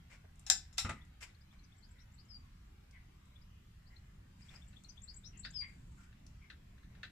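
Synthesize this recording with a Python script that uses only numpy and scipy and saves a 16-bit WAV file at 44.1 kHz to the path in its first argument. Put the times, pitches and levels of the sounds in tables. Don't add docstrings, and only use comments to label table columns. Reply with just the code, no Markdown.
import sys
import numpy as np
from scipy import signal
from scipy.fft import rfft, irfft
from scipy.io import wavfile
from scipy.ndimage import uniform_filter1d

SR = 44100
rng = np.random.default_rng(int(sys.argv[2]) if len(sys.argv) > 2 else 0)


def digitize_waveform(pressure):
    field = np.atleast_2d(pressure).T
    bounded = np.clip(field, -1, 1)
    quanta = np.round(bounded * 32767).astype(np.int16)
    wavfile.write(sys.argv[1], SR, quanta)


N = 313551
T = np.arange(int(.6 * SR)) / SR


def amp(db):
    return 10 ** (np.asarray(db) / 20)


def unit(x):
    return x / np.sqrt(np.mean(x ** 2) + 1e-20)


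def read(points, hz):
    f, value = np.transpose(points)
    return np.interp(np.log(hz + 1), np.log(f + 1), value)


def add(mix, start_s, sound):
    part = mix[:, max(round(start_s * SR), 0):][:, :sound.shape[-1]]
    part += sound[..., :part.shape[1]]


def hiss(gain, size=len(T)):
    white = rfft(rng.standard_normal((2, size)))
    return unit(irfft(white * gain(np.fft.rfftfreq(size, 1 / SR)), size))


def body(peaks):
    return lambda hz: np.sqrt(sum(amp(db) ** 2 / (1 + ((hz ** 2 - centre ** 2) / (width * hz + 1)) ** 2)
                                  for centre, width, db in peaks))


def dying(t60_s, rise_s=.0004):
    return (1 - np.exp(-T / rise_s)) * np.exp(-np.log(1000) * T / t60_s)


def wander(size, span_s, per_s=SR):
    span = max(int(span_s * per_s), 1)
    return unit(uniform_filter1d(uniform_filter1d(rng.standard_normal(size), span), span))


def pan(x, balance):
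    side_db = read(balance, np.fft.rfftfreq(N, 1 / SR)) / 2
    return irfft(rfft(x) * amp([side_db, -side_db]), N)


def microphone_pair(x):
    # frequency_hz, correlation
    likeness = [(20, 1), (130, 1), (300, 0.0024), (700, 0.23), (1400, 0.95), (2400, 0.11), (16000, 0.14)]
    blend = np.arcsin(np.clip(read(likeness, np.fft.rfftfreq(N, 1 / SR)), 0, 1)) / 2
    spectrum = rfft(x)
    return irfft(np.cos(blend) * spectrum + np.sin(blend) * spectrum[::-1], N)


def yard(x, mean_gap_samples=20):
    # frequency_hz, t60_s
    decay = [(100, .2), (800, .28), (2000, 0.29), (4500, 0.27), (7000, 0.23), (15000, 0.21)]
    taps = rng.choice([-1., 1.], (2, len(T)))
    taps *= (rng.random(taps.shape) < 1 / mean_gap_samples) * (T > .004)
    hz, t, spectra = signal.stft(taps, SR, nperseg=256)
    fall = np.exp(-np.log(1000) * t / read(decay, hz)[:, None])
    tail = signal.istft(spectra * fall, SR, nperseg=256)[1]
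    return signal.fftconvolve(x, tail / np.linalg.norm(tail, axis=1, keepdims=True), axes=1)[:, :N]


def fences(x, count=8, spread_s=0.037):
    taps = np.zeros((2, len(T)))
    lateness = rng.random((2, count))
    strength = rng.choice([-1., 1.], lateness.shape) * np.exp(-2 * lateness)
    np.put_along_axis(taps, (lateness * spread_s * SR).astype(int), strength, 1)
    return signal.fftconvolve(x, taps / np.linalg.norm(taps, axis=1, keepdims=True), axes=1)[:, :N]


def approach_db(t, start_s=3.8, length_s=0.75, far_db=-8.5):
    return far_db * (1 - np.clip((t - start_s) / length_s, 0, 1))


def traffic_and_air(level_db=-57.5, rumble_hz=110, roar_hz=200, patchy_db=2.5):
    # frequency_hz, density_db
    air_spectrum = [(12, -36), (24, 0), (40, -4), (62, -1), (100, -7.5), (140, -11), (195, -16.5),
                    (280, -24.5), (450, -32.5), (1000, -32.5), (2020, -32.5), (4300, -40), (7310, -44),
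                    (8890, -48.5), (15000, -50)]
    # frequency_hz, correlation
    likeness = [(20, 1), (100, 1), (180, .97), (300, .55), (640, -0.41), (1400, 0.19), (3100, -0.1),
                (16000, 0)]
    frames, hz = N // 1024 + 3, np.fft.rfftfreq(4096, 1 / SR)
    t = np.arange(frames) * 1024 / SR
    left_re, left_im, other_re, other_im, patches = rng.standard_normal((frames, len(hz), 5)).T
    same = np.clip(read(likeness, hz), -1, 1)[:, None]
    left = left_re + 1j * left_im
    right = same * left + np.sqrt(1 - same ** 2) * (other_re + 1j * other_im)
    sheen_db = 4 * np.exp(-((hz - 7550) / 250) ** 2)
    rumble_band = 1 / (1 + (hz[:, None] / rumble_hz) ** 4)
    roar_band = np.exp(-np.log2((hz + 1) / roar_hz) ** 2)
    patches = unit(uniform_filter1d(uniform_filter1d(patches, 16, 0), 6, 1))
    field_db = (read(air_spectrum, hz) + sheen_db)[:, None] + rumble_band * wander(frames, .4, 1 / t[1])
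    field_db += np.outer(roar_band, 3 + .3 * approach_db(t))
    field_db += patchy_db * (1 - 0.6955 * rumble_band) * patches
    air = signal.istft(np.array([left, right]) * amp(field_db), nperseg=4096, noverlap=3072)[1]
    return amp(level_db) * unit(air[:, :N])


def far_motor(waver=.012):
    # pitch_hz, level_db
    hum = [(112, -71.5), (196, -73)]
    t = np.arange(N) / SR
    drift = np.interp(t, np.linspace(0, t[-1], 40), rng.standard_normal(40))
    drifting_s = np.cumsum(1 + waver * drift) / SR
    tones = sum(amp(db) * np.sin(2 * np.pi * (hz * drifting_s + rng.random())) for hz, db in hum)
    return np.sqrt(2) * tones * amp(approach_db(t))


def far_bird(call_s=0.0557, roughness=0.072, fall=0.105):
    # start_s, second_harmonic_hz, level_db
    calls = [(0.951, 2065, -64.5), (1.947, 2046, -72.5), (2.925, 2070, -63), (3.896, 2007, -69.5),
             (5.32, 2795, -69.5), (5.33, 2016, -72.5), (5.519, 3280, -67), (5.603, 2160, -53.5),
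             (5.968, 1426, -67.5), (6.036, 1500, -72), (6.405, 2200, -67)]
    out = np.zeros((2, N))
    progress = np.linspace(0, 1, int(call_s * SR))
    for start_s, hz, db in calls:
        jitter = unit(uniform_filter1d(rng.standard_normal(len(progress)), 40))
        pitch_hz = hz / 2 * (1 + fall * (.5 - progress) + roughness * jitter)
        phase = 2 * np.pi * np.cumsum(pitch_hz) / SR
        call = amp(-17.5) * np.sin(phase) + np.sin(2 * phase) + amp(-18) * np.sin(3 * phase)
        add(out, start_s, amp(db) * call * signal.windows.tukey(len(call), .5))
    return amp(-1.5) * out + amp(2) * yard(out)


def syllable(name, db, tilt_db=0, pivot_hz=4500, buzz_hz=290):
    slides = {"low": (3080, 3610, .026, -3.5, .03), "chip": (3800, 4320, .02, 0, .03),
              "mid": (4480, 5100, .024, 0, .035), "pip": (5540, 6180, .029, -1, .025),
              "under": (3350, 4140, .04, -5, .04), "slur": (4780, 5850, .052, 0, .04),
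              "flick": (5420, 7850, .015, -5, .03), "high": (7200, 7840, .028, 1.5, .025),
              "buzz": (3820, 4980, .052, 3, .05), "whistle": (5380, 4715, .118, 12, 0)}
    first_hz, last_hz, length_s, own_db, buzz = slides[name]
    progress = np.linspace(0, 1, int(length_s * SR))
    arch = np.abs(np.sin(np.pi * progress))
    hz = last_hz + (first_hz - last_hz) * (1 - progress) ** 2.03
    jitter = unit(uniform_filter1d(rng.standard_normal(len(hz)), 50))
    if last_hz > first_hz:
        hz *= 1 + buzz * np.sin(2 * np.pi * buzz_hz * length_s * progress) + 0.018 * jitter
    else:
        hz *= 1 + 0.003 * jitter + 0.0048 * wander(len(hz), 0.0099) - 0.017 * arch
    gain = amp(db + own_db + tilt_db * np.log2(hz / pivot_hz))
    return gain * np.sin(2 * np.pi * np.cumsum(hz) / SR) * arch ** 1.43


def songbird(crescendo_db_per_s=6.5, left_lead_s=.0007):
    # start_s, syllable, level_db
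    twitters = [(1.005, "low", -67), (1.341, "chip", -72.5), (1.405, "mid", -72.5), (3.35, "low", -64),
                (3.409, "mid", -73), (3.852, "buzz", -76), (3.958, "chip", -64), (4.414, "mid", -65),
                (4.48, "low", -58), (4.548, "mid", -60.5), (4.61, "low", -63.5), (4.672, "high", -72)]
    # offset_s, syllable
    phrase = [(0, "low"), (.083, "chip"), (0.125, "pip"), (.134, "mid"), (.21, "low"), (.259, "flick"),
              (0.271, "high"), (.315, "buzz"), (0.382, "flick"), (.4, "high"), (.474, "under"),
              (.484, "slur"), (.614, "flick"), (.631, "high"), (.671, "buzz"), (.746, "flick"),
              (.777, "whistle")]
    # start_s, level_db, tilt_db_per_octave
    songs = [(1.503, -73, -7), (4.757, -59.5, -1)]
    out = np.zeros((2, N))
    for start_s, name, db in twitters:
        add(out, start_s, syllable(name, db))
    for start_s, db, tilt_db in songs:
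        for offset_s, name in phrase:
            add(out, start_s + offset_s, syllable(name, db + crescendo_db_per_s * offset_s, tilt_db))
    direct = np.array([amp(3) * out[0], amp(-7.5) * np.roll(out[1], round(left_lead_s * SR))])
    return direct + amp(1) * fences(out) + amp(-8) * yard(out)


def sleeves(grain_db=1.5, clump_db=2.0, fade_s=.08):
    # start_s, length_s, level_db
    rustles = [(4.35, 0.55, -82.5), (4.78, .62, -88), (5.381, .72, -82)]
    out = np.zeros((2, N))
    for start_s, length_s, db in rustles:
        t = np.arange(int(length_s * SR)) / SR
        whisper = hiss(lambda hz: body([(7600, 2600, 0)])(hz) ** 2 / (1 + (hz / 10000) ** 12), len(t))
        grains = amp(grain_db * wander(len(t), .006) + clump_db * wander(len(t), 0.034))
        fade = np.clip(np.minimum(t, length_s - t) / fade_s, 0, 1)
        add(out, start_s, amp(db) * whisper * grains * fade)
    return out


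def scuffs(grain_db=1.5, clump_db=2.5):
    # start_s, length_s, level_db, tilt_db_per_octave
    strokes = [(0.095, 0.084, -63.5, -2.5), (0.241, 0.023, -67.5, -14), (1.204, 0.056, -53, 0.2),
               (1.523, 0.036, -73, -3.5), (4.348, 0.33, -73, 0), (4.5, .1, -65.5, -3),
               (4.6, 0.18, -82, -0.5), (5.971, 0.11, -75, 2), (6.878, 0.22, -77, -8)]
    # frequency_hz, density_db
    sole = [(200, -46), (380, -21), (620, -14), (950, -13), (1600, -9.5), (1950, -5.5), (2280, -2),
            (2800, -8), (3900, -17), (5400, -10), (6400, -16), (7700, -10.5), (8800, -21), (14500, -32.5),
            (16000, -47)]
    out = np.zeros((2, N))
    for start_s, length_s, db, tilt_db in strokes:
        size = int(length_s * SR)
        rub = hiss(lambda hz: amp(read(sole, hz) + tilt_db * np.log2(np.clip(hz, 500, 8000))), size)
        fine, slow = rng.standard_normal((2, size))
        grains = np.minimum(unit(uniform_filter1d(uniform_filter1d(fine, 70), 70)), 2)
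        clumps = unit(uniform_filter1d(slow, 700))
        swell = np.abs(np.sin(np.pi * np.linspace(0, 1, size) ** 0.88))
        add(out, start_s, amp(db) * unit(rub * amp(grain_db * grains - clump_db * clumps) * swell))
    return out + amp(-8.5) * yard(out)


def clicks():
    # start_s, level_db, centre_hz
    ticks = [(.357, -67, 7500), (0.3942, -56, 7700), (0.8943, -46.5, 7400), (1.049, -67, 7500),
             (2.91, -63.5, 5500), (3.255, -70, 7750), (4.8367, -57.5, 7400), (6.2653, -58, 5530)]
    out = np.zeros((2, N))
    for start_s, db, centre_hz in ticks:
        tick = hiss(lambda hz: body([(centre_hz, 2600, 0)])(hz) / (1 + (hz / 11000) ** 6))
        add(out, start_s, amp(db) * tick * dying(.03))
    return out + amp(-5.5) * yard(out)


def kick_lever():
    # start_s, level_db, crack_db
    knocks = [(1.299, -65.5, -11), (4.728, -62, -3), (5.448, -40.5, -2), (6.127, -69, 8),
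              (6.500, -48.5, -3.5), (6.778, -66, -2), (6.832, -64.5, -7), (6.95, -62, -2.5),
              (7.031, -40.5, -4.5)]
    # centre_hz, width_hz, level_db
    lever_peaks = [(1550, 190, 8.5), (1799, 60, 9.5), (2010, 45, 6), (2650, 89, 6), (3400, 120, 0),
                   (3860, 360, 4), (4730, 400, -32), (6200, 1200, -30)]
    out = np.zeros((2, N))
    lever = lambda hz: body(lever_peaks)(hz) / np.sqrt(
        (1 + (1250 / (hz + 1)) ** 8) * (1 + (hz / 6000) ** 6))
    for start_s, db, crack_db in knocks:
        clack = amp(-2.5) * hiss(lever) * dying(.14, rise_s=0.00085)
        crack = amp(crack_db) * hiss(lever) * dying(0.029, rise_s=0.0011)
        thud = amp(-26.5) * hiss(lambda hz: body([(600, 400, 0)])(hz) ** 2) * dying(0.19, rise_s=0.0027)
        add(out, start_s, amp(db) * (clack + crack + thud))
    return out + amp(-15) * yard(out)


def tyre_landing(tyre_hz=84, casing_hz=150):
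    # start_s, push_db, rattle_db
    bounces = [(.847, -34, -38), (0.86, -56, -43), (0.8913, -38.5, -35.5), (.906, -44.5, -43)]
    # centre_hz, width_hz, level_db
    fork_peaks = [(680, 780, -14.5), (850, 59, -10.5), (1140, 71, -15), (1300, 92, 0), (1990, 240, -8.5),
                  (2560, 190, -10), (3850, 190, -16.5), (7600, 1000, -22)]
    out = np.zeros((2, N))
    fork = lambda hz: body(fork_peaks)(hz) / (1 + (hz / 8500) ** 6)
    drum = lambda hz: body([(casing_hz, 110, 0), (240, 60, -4)])(hz) / (1 + (hz / 380) ** 4)
    for start_s, push_db, rattle_db in bounces:
        push = amp(1) * np.sin(2 * np.pi * tyre_hz * T) * dying(0.054, rise_s=0.00067)
        casing = amp(-9.5) * hiss(drum)[0] * dying(0.27, rise_s=0.0017)
        rattle = hiss(fork) * dying(.11, rise_s=0.002)
        add(out, start_s, amp(push_db) * (push + casing) + amp(rattle_db) * rattle)
    return out + amp(-12.5) * yard(out)


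def stand_ring(split=0.0017, longest_t60_s=.25):
    # pitch_hz, level_db, uncapped_t60_s
    modes = [(789, -15.5, 0.12), (1522, -11.5, 0.22), (1734, -9.5, .2), (2540, -19.5, .24),
             (3540, -14, 0.33), (4050, -8, 0.18), (4455, -15.5, 0.45), (5047, -8, .2), (5220, -1.5, .21),
             (5240, -1, .22), (5394, -6, .19), (5539, -9, .19), (5636, -5.5, .21), (5900, -8.5, .19),
             (6151, -8, 0.19), (6500, -7.5, 0.092), (6707, -0.5, .18), (7230, 4, .19), (6980, -1.5, 0.14),
             (7370, 1, 0.13), (7640, -9.5, .12), (8030, -13.5, 0.25), (8787, -12, .13), (9870, -14.5, 0.13),
             (11290, -21.5, 0.17), (14390, -15, .09)]
    out = np.zeros((2, len(T)))
    for hz, db, t60_s in modes:
        fall = dying(min(t60_s, longest_t60_s))
        for detune, share in ((0, 1), (split * rng.standard_normal(), .5)):
            cycles = hz * (1 + detune) * T + rng.random((2, 1))
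            out += share * amp(db) * fall * np.sin(2 * np.pi * cycles)
    return out / np.sqrt(sum(amp(db) ** 2 for _, db, _ in modes))


def stand_clanks():
    # start_s, level_db, stand_db, frame_db, crack_db, rise_s
    hits = [(0.465, -45.5, -6.5, -4.5, -8, 0.00033), (0.4998, -24, -3.5, -11.5, 6, 0.00016),
            (0.7268, -65, -1.5, -2.5, -11, 0.0014), (0.773, -59, -7, 0.5, -15, 0.00076),
            (0.7795, -36, -33, 4, 5, 0.0025)]
    # frequency_hz, density_db
    steel_spectrum = [(300, -51.5), (520, -31), (770, -12.5), (1080, -22.5), (1650, -9), (2150, -16),
                      (3000, -14), (3900, 2), (4650, -6.5), (5220, 5), (6300, -3), (7350, -1.5),
                      (8400, -7.5), (11900, -27), (14800, -25), (16000, -54)]
    # centre_hz, width_hz, level_db
    frame_peaks = [(792, 130, -6.5), (1289, 97, -7), (2016, 66, 0.5), (2596, 200, -1), (3540, 130, -2),
                   (3890, 200, 3), (5380, 160, 6), (5670, 400, -5), (6800, 300, -14.5), (7414, 240, 0.5),
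                   (7640, 300, -6.5), (9000, 600, -10), (11100, 750, -13.5)]
    # centre_hz, width_hz, level_db
    panel_peaks = [(775, 70, 0), (1554, 90, 0), (1710, 77, -1)]
    out = np.zeros((2, N))
    steel = lambda hz: amp(read(steel_spectrum, hz) - 5 * np.clip((hz - 9000) / 3000, 0, 1))
    frame = lambda hz: body(frame_peaks)(hz) / np.sqrt(
        (1 + (600 / (hz + 1)) ** 8) * (1 + (hz / 11500) ** 8))
    for start_s, db, stand_db, frame_db, crack_db, rise_s in hits:
        attack = np.minimum(T / rise_s, 1) ** 2
        contact = 1 / (1 + (T / (rise_s + 0.0023)) ** 8)
        crack = hiss(lambda hz: steel(hz) * hz / np.hypot(hz, 2500))
        crack += amp(-19) * hiss(body([(14500, 400, 0)]))
        ringing = amp(stand_db) * stand_ring() + amp(frame_db) * hiss(frame) * dying(0.17)
        wash = amp(-3.5) * hiss(steel) * dying(.13)
        panels = amp(-17) * hiss(lambda hz: body(panel_peaks)(hz) ** 2) * dying(.17, rise_s=.003)
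        clank = amp(2.5) * ringing + wash + panels + amp(crack_db) * crack * contact
        add(out, start_s, amp(db) * clank * attack)
    return out + amp(-12) * yard(out)


def scene():
    # frequency_hz, left_minus_right_db
    source_balance = [(100, 0.5), (250, 1.5), (700, 2.5), (1400, 0), (2400, 4.5), (4400, 3), (7500, 7.5),
                      (9000, -1), (10500, -2), (15000, -6.5)]
    # frequency_hz, left_minus_right_db
    air_balance = [(140, -0.5), (500, 2), (3000, 1), (7000, 2.5), (10000, 0)]
    near = microphone_pair(stand_clanks() + tyre_landing() + kick_lever()
                           + clicks() + scuffs() + sleeves())
    sources = pan(near + songbird() + far_bird(), source_balance)
    return sources + pan(traffic_and_air(), air_balance) + far_motor()


def record(dry):
    edge_hz = 15400
    lowpass = signal.firwin(255, edge_hz, window=("kaiser", 8), fs=SR)
    return signal.oaconvolve(dry, lowpass[None], "same", axes=1)


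dry = scene()
out = record(dry)
digitize_waveform(out)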